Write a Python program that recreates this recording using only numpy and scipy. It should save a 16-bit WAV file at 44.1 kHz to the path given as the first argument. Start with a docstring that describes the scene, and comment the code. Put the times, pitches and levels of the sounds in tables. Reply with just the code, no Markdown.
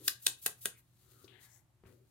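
"""A foam blending tool flicks four times over the edge of a small paper card, above a craft table.
Each stroke hisses along the paper, catches, and lets the card snap free with a bright crackle
and a short, low flex. Then hands and paper slide and rustle softly at the table's edge, with a few
dull bumps. A small room answers it all, over a bed of faint room noise and mains hum."""
import sys
import numpy as np
from scipy import signal
from scipy.fft import rfft, irfft
from scipy.io import wavfile
from scipy.ndimage import uniform_filter1d

SR = 44100
rng = np.random.default_rng(int(sys.argv[2]) if len(sys.argv) > 2 else 0)


def output_pcm(signal):
    """Save a mono or channel-first signal as 16-bit PCM at the path in sys.argv[1].

    Samples are clipped to [-1, 1] before scaling.
    """
    pcm = np.clip(np.atleast_2d(signal).T, -1, 1) * 32767
    wavfile.write(sys.argv[1], SR, np.round(pcm).astype(np.int16))


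N = 92610
T = np.arange(N) / SR
HZ = np.fft.rfftfreq(4096, 1 / SR)

# The flicks. Each row: release time and crackle length in seconds, snap and flex gains in dB,
# EQ at 1.5, 4 and 12 kHz in dB, rub length in seconds, rub gain in dB, leftward pan in dB.
STROKES = [(0.0794, .0042, -20.5, -11, -6, 2.5, 2.5, .044, -44, -1),
           (0.2655, 0.0038, -18.5, -3.5, -8, -1.5, -2.5, 0.05, -49.5, -1),
           (.4613, 0.004, -23, 2, -1.5, -6.5, 1.5, 0.049, -47, -1),
           (0.6565, .0016, -23, -1.5, 1, -9.5, -2, 0.051, -48.5, -0.5)]
# Tone of the snap. Each row: frequency in Hz, gain in dB.
SNAP_EQ = [(100, -27), (400, -10), (850, -19.5), (1500, -6), (2200, -10), (3500, -1.5), (5600, -1.5),
           (9500, 0), (13000, 1), (15500, -5.5)]
# The card's resonances. Each row: centre in Hz, width in Hz, boost in dB.
CARD_PEAKS = [(1120, 170, 6), (1587, 290, 8.5), (1869, 290, 8), (2560, 240, 12), (2975, 170, 5.5),
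              (3706, 900, 4.5), (4140, 480, 3), (6800, 640, 4.5), (9600, 820, 2.5), (12100, 600, 3.5)]
# What each stroke's grip brings out. Each row: two peaks, with centre and width in Hz, boost in dB.
GRIP_PEAKS = [
    [(1680, 400, 9.5), (5000, 340, 7.5)],
    [(3680, 1000, 6), (8800, 1800, 4.5)],
    [(2600, 170, 0.5), (9620, 600, 4)],
    [(3420, 700, 9), (9280, 1400, 6.5)],
]
# The whole card bending. Each row: pitch in Hz, level in dB, 60 dB decay time in seconds.
FLEX_MODES = [(210, -46.5, 0.024), (441, -36, .022), (513, -34.5, 0.006), (680, -39.5, .02)]
# The card's edge ticking on the tool. Each row: start in seconds, gain in dB, cutoff in Hz.
EDGE_TICKS = [(0.0794, -31.5, 2000), (0.4687, -27.5, 8900), (0.6626, -32.5, 8850)]
# Where the card sits in the stereo image. Each row: frequency in Hz, leftward pan in dB.
CARD_PAN = [(200, 4.5), (500, 6), (2300, 7.5), (5500, 3.5), (9000, 1), (14000, 4)]
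# Tone of foam on paper. Each row: frequency in Hz, gain in dB.
RUB_EQ = [(200, -34.5), (1000, -26), (2200, -22), (3600, -10), (5200, -11), (8000, -5.5), (12500, 0),
          (15500, -3)]
# Paper sliding under the hands. Each row: time in seconds, level in dB.
SLIDE_ENVELOPE = [(0, -62), (.04, -60), (.06, -71.5), (.73, -85), (.77, -80), (.81, -83), (.96, -77.5),
                  (1.014, -70.5), (1.078, -72), (1.118, -65), (1.154, -69.5), (1.252, -67.5), (1.28, -77.5),
                  (1.385, -80.5), (1.416, -62), (1.452, -59.5), (1.48, -71.5), (1.52, -72), (1.57, -73),
                  (1.63, -89), (1.83, -100), (1.87, -71.5), (1.92, -74), (2.02, -85.5), (2.08, -81.5)]
# Tone of the slide. Each row: frequency in Hz, gain in dB.
SLIDE_EQ = [(200, -13), (800, -12), (1400, -5.5), (2300, -8.5), (4200, -0.5), (5300, -6.5), (6600, -2),
            (8700, -2.5), (12500, -0.5), (15500, -4)]
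# Soft rustles. Each row: start, attack and length in seconds, level in dB, centre in Hz,
# width in octaves, leftward pan in dB.
RUSTLES = [(-.02, .03, 0.17, -60, 350, 0.31, 4), (0.727, .035, 0.093, -71.5, 2280, .25, 3),
           (0.974, 0.29, 0.42, -78.5, 1287, 0.2, 14.5), (1.24, 0.0048, 0.024, -62, 4830, 0.32, 4),
           (1.278, 0.0017, 0.18, -68.5, 3080, 0.3, 18.5), (1.277, 0.072, .37, -72.5, 1877, 0.23, 16.5),
           (1.257, 0.095, 0.58, -82, 810, 0.38, 12.5), (1.468, 0.075, .14, -68.5, 6760, 0.25, 14.5),
           (1.478, 0.077, .15, -68.5, 12600, 0.49, 7), (1.84, 0.015, 0.12, -72, 1450, 0.71, 11.5),
           (1.84, 0.058, .24, -69, 354, 0.42, 13), (0.976, 0.35, 0.46, -71, 346, 0.34, 10.5)]
# Table bumps. Each row: start in seconds, thud and tick gains in dB, tick cutoff in Hz,
# leftward pan in dB.
BUMPS = [(1.2435, -50.5, -67, 6000, 6.5), (1.279, -78, -62.5, 4000, 6), (1.837, -56, -62.5, 1389, 6),
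         (1.862, -62, -67.5, 2987, 10), (1.925, -62, -70, 2980, 11)]
# The table's thud. Each row: pitch in Hz, level in dB, 60 dB decay time in seconds.
TABLE_MODES = [(104, -9, .15), (197, -14, 0.14), (339, -2.5, 0.077), (384, -2, .06), (496, -35, 0.099)]
# The table top shuddering under the hands. Each row: start in seconds, gain in dB.
SHUDDERS = [(1.841, -55.5), (1.859, -55.5)]
# The shudder's low ring. Each row: pitch in Hz, level in dB, 60 dB decay time in seconds.
SHUDDER_MODES = [(95.6, 2.5, 0.11), (175, -5.5, 0.042)]
# Stereo image of close sounds. Each row: frequency in Hz, left-right likeness from 0 to 1.
NEAR_LIKENESS = [(300, 0.99), (2000, 0.8), (5000, 0.3), (9000, 0.15), (14000, 0)]
# Stereo image of the room. Each row: frequency in Hz, left-right likeness from 0 to 1.
ROOM_LIKENESS = [(150, 0.8), (550, 0.75), (1650, 0.085), (15000, 0.038)]
# Early reflections. Each row: delay in seconds, linear gain.
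ECHOES = [(.0052, 0.049), (0.0129, 0.11), (0.0161, 0.072)]
# Length of the reverb tail. Each row: frequency in Hz, 60 dB decay time in seconds.
ROOM_DECAY = [(200, 0.37), (530, 0.21), (1500, 0.2577), (3700, 0.2362), (9700, 0.19), (15000, 0.1357)]
# Tone of the tail. Each row: frequency in Hz, gain in dB.
ROOM_EQ = [(150, -2.5), (450, -1), (850, 4.5), (1700, -4), (4000, -3), (8000, -0.5), (15000, 0.5)]
# Tone of the room noise. Each row: frequency in Hz, gain in dB.
FLOOR_EQ = [(15, -49), (25, -17), (123, 0.5), (229, -18), (363, -15), (439, -32), (516, -22.5),
            (5570, -36), (9070, -34.5), (14800, -38), (16000, -54.5)]

CATCH_S, CATCH_DB, SNAP_FALL_S, FLEX_AFTER_S = 0.0032, -21, 0.0011, 0.0013
EDGE_TICK_S, BUMP_TICK_S, PUSH_S = 0.0005, 0.0021, 0.00059
RUB_RISE_S, RUB_SWELL = 0.014, 0.25
RETURN_AFTER_S, RETURN_WIDTH_S, RETURN_DB = 0.13, 0.013, -62.5
SLIDE_PAN_DB, RIGHT_LAG_S = 6.5, 0.000055
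ROOM_DB, ROOM_ONSET_S, FLOOR_DB = -9, 0.0075, -71
HUM_HZ, HUM_DB, HUM_WAVER = 119.9, -72, 0.34


def card_snaps():
    """The card's edge catches, crackles free of the foam, flexes back and sometimes ticks on the tool."""
    card_eq = curve(SNAP_EQ) + peaks(CARD_PEAKS)
    out = np.zeros((2, N))
    for stroke, grip in zip(STROKES, GRIP_PEAKS):
        start, length, snap_db, flex_db, mid_db, bite_db, top_db, _, _, pan_db = stroke
        stroke_eq = curve([(700, 0), (1500, mid_db), (4000, bite_db), (8000, 0), (12000, top_db)])
        slips = crackle(start, length, SNAP_FALL_S, catch=amp(CATCH_DB))
        snap = equalise(slips, card_eq + peaks(grip) + stroke_eq)
        flex = ring(FLEX_MODES, start + FLEX_AFTER_S)
        out += pan(pan_db) * (amp(snap_db) * snap + amp(flex_db) * flex)
    for start, db, cutoff in EDGE_TICKS:
        out += amp(db) * equalise(crackle(start, EDGE_TICK_S, EDGE_TICK_S), card_eq + high_cut(cutoff))
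    return out


def crackle(start, length, fall, catch=0):
    """One sharp slip leads a burst of tiny ones; catch is the gain of the build-up before it."""
    lead, size = 512, 2048
    t = (np.arange(size) - lead) / SR
    envelope = np.where(t < 0, catch * np.exp(-abs(t) / CATCH_S),
                        np.exp(-np.maximum(t - length, 0) / fall))
    slips = friction(grain_db=3, size=size) * envelope
    slips[:, lead] += 0.62  # the leading slip
    spectrum = rfft(slips)
    power = uniform_filter1d(abs(spectrum) ** 2, size=21, axis=1)
    slips = irfft(spectrum / np.sqrt(power + 1e-12), size)  # even out the tone
    slips *= np.linalg.norm(envelope) / np.linalg.norm(slips, axis=1, keepdims=True)
    at = round(start * SR) - lead
    return np.pad(slips, ((0, 0), (at, N - size - at)))


def foam_rubs():
    """Foam hisses along the paper, swelling up to each release, and brushes it on the way back."""
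    level = np.zeros((2, N))
    for release, *_, length, db, pan_db in STROKES:
        t = T - release
        press = np.clip((t + length) / RUB_RISE_S, 0, 1) * (1 + RUB_SWELL * t / length) * (t < 0)
        brush_back = np.exp(-0.5 * ((t - RETURN_AFTER_S) / RETURN_WIDTH_S) ** 2)
        level += pan(pan_db) * (amp(db) * press + amp(RETURN_DB) * brush_back)
    return equalise(friction(grain_db=2.5) * level, curve(RUB_EQ))


def friction(grain_db, size=N):
    """Countless tiny slips of paper fibres, in uneven clumps."""
    clumps = unit(uniform_filter1d(rng.standard_normal(size), size=14))
    return unit(stereo_noise(size, NEAR_LIKENESS) * amp(grain_db * np.clip(clumps, -2, 2)))


def ring(modes, start):
    """Damped modes set off by a short, soft push."""
    t = np.maximum(T - start, 0)
    ringing = sum(amp(db - 60 * t / t60) * np.cos(2 * np.pi * hz * t) for hz, db, t60 in modes)
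    push = signal.windows.gaussian(129, PUSH_S * SR / 2)
    return np.convolve(ringing * (T >= start), push / push.sum(), "same")


def paper_handling():
    """Paper slides with a thin hiss; hands and sheets rustle, each in its own band."""
    slide_level = amp(np.interp(T, *np.transpose(SLIDE_ENVELOPE)))
    out = pan(SLIDE_PAN_DB) * slide_level * equalise(friction(grain_db=4), curve(SLIDE_EQ))
    for start, attack, length, db, centre, octaves, pan_db in RUSTLES:
        envelope = np.interp(T - start, [0, attack, length], [0, 1, 0])
        band_eq = np.maximum(-4.3 * (np.log2((HZ + 1) / centre) / octaves) ** 2, -50)
        out += pan(pan_db) * amp(db) * envelope * equalise(friction(grain_db=4), band_eq)
    return out


def table_bumps():
    """Light contacts give a papery tick and a dull thud; the table top shudders under the hands."""
    out = np.zeros((2, N))
    for start, thud_db, tick_db, cutoff, pan_db in BUMPS:
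        tick = equalise(crackle(start, BUMP_TICK_S / 2, BUMP_TICK_S), high_cut(cutoff))
        out += pan(pan_db) * (amp(thud_db) * ring(TABLE_MODES, start) + amp(tick_db) * tick)
    return out + sum(amp(db) * ring(SHUDDER_MODES, start) for start, db in SHUDDERS)


def room(x):
    """A small room returns a few early reflections and a short diffuse tail."""
    hz, t, bands = signal.stft(stereo_noise(SR // 2, ROOM_LIKENESS), SR, nperseg=256)
    decay_db = curve(ROOM_EQ, hz)[:, None] - 60 * t / curve(ROOM_DECAY, hz)[:, None]
    tail = signal.istft(bands * amp(decay_db), SR, nperseg=256)[1]
    tail *= np.minimum(np.arange(tail.shape[1]) / SR / ROOM_ONSET_S, 1) ** 2
    tail *= amp(ROOM_DB) / np.linalg.norm(tail[0])
    for delay, gain in ECHOES:
        tail[:, round(delay * SR)] += gain
    return signal.fftconvolve(x, tail, axes=1)[:, :N]


def room_per_stroke(x):
    """Each stroke rings in the same small room, with a freshly drawn noise tail."""
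    zone = np.searchsorted([release + RETURN_AFTER_S / 2 for release, *_ in STROKES], T)
    return sum(room(x * (zone == k)) for k in range(len(STROKES) + 1))


def background():
    """Faint room noise and a mains hum that wavers in level."""
    noise = equalise(stereo_noise(N, ROOM_LIKENESS), curve(FLOOR_EQ))
    waver = unit(signal.resample(rng.standard_normal(32), N))
    hum = unit((1 + HUM_WAVER * waver) * np.sin(2 * np.pi * HUM_HZ * T))
    return amp(FLOOR_DB) * noise + amp(HUM_DB) * hum


def amp(db):
    """Decibels to gain."""
    return 10 ** (np.asarray(db) / 20)


def unit(x):
    """Scales to rms 1."""
    return x / np.sqrt(np.mean(x ** 2) + 1e-20)


def pan(db):
    """Left and right gains, with the left louder by db."""
    return amp(np.outer([0.5, -0.5], db))


def curve(points, hz=HZ):
    """Joins breakpoints along a log-frequency axis."""
    freqs, values = np.transpose(points)
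    return np.interp(np.log(hz + 1), np.log(freqs + 1), values)


def peaks(resonances):
    """EQ curve in dB with a bell at each resonance."""
    return sum(db / (1 + (2 * (HZ - centre) / width) ** 2) for centre, width, db in resonances)


def high_cut(hz):
    """EQ curve in dB that rolls off 12 dB per octave above hz."""
    return -10 * np.log10(1 + (HZ / hz) ** 4)


def equalise(x, eq_db):
    """Shapes the tone with a minimum-phase filter of unit energy."""
    log_gain = np.log(amp(np.maximum(eq_db, -100)))
    mirrored = np.r_[log_gain, log_gain[-2:0:-1]]
    taps = np.fft.ifft(np.exp(np.conj(signal.hilbert(mirrored)))).real[:len(HZ)]
    return signal.oaconvolve(x, taps[None] / np.linalg.norm(taps), axes=1)[:, :N]


def stereo_noise(size, likeness):
    """White noise whose two channels are partly alike, band by band."""
    left, other = rfft(rng.standard_normal((2, size)))
    shared = np.clip(curve(likeness, np.fft.rfftfreq(size, 1 / SR)), 0, 1)
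    right = shared * left + np.sqrt(1 - shared ** 2) * other
    return irfft(np.array([left, right]), size)


def scene():
    """The action sits slightly left of the microphones, so the right side hears it later."""
    hz = np.fft.rfftfreq(N, 1 / SR)
    card = irfft(rfft(card_snaps() + foam_rubs()) * pan(curve(CARD_PAN, hz)), N)
    near = card + paper_handling() + table_bumps()
    near[1] = irfft(rfft(near[1]) * np.exp(-2j * np.pi * hz * RIGHT_LAG_S), N)
    return near + room_per_stroke(near) + background()


def record(dry):
    """A steep low-pass trims the air above 16 kHz."""
    taps = signal.firwin(255, 16000, window=("kaiser", 8), fs=SR)
    return signal.oaconvolve(dry, taps[None], "same")


dry = scene()
out = record(dry)
output_pcm(out)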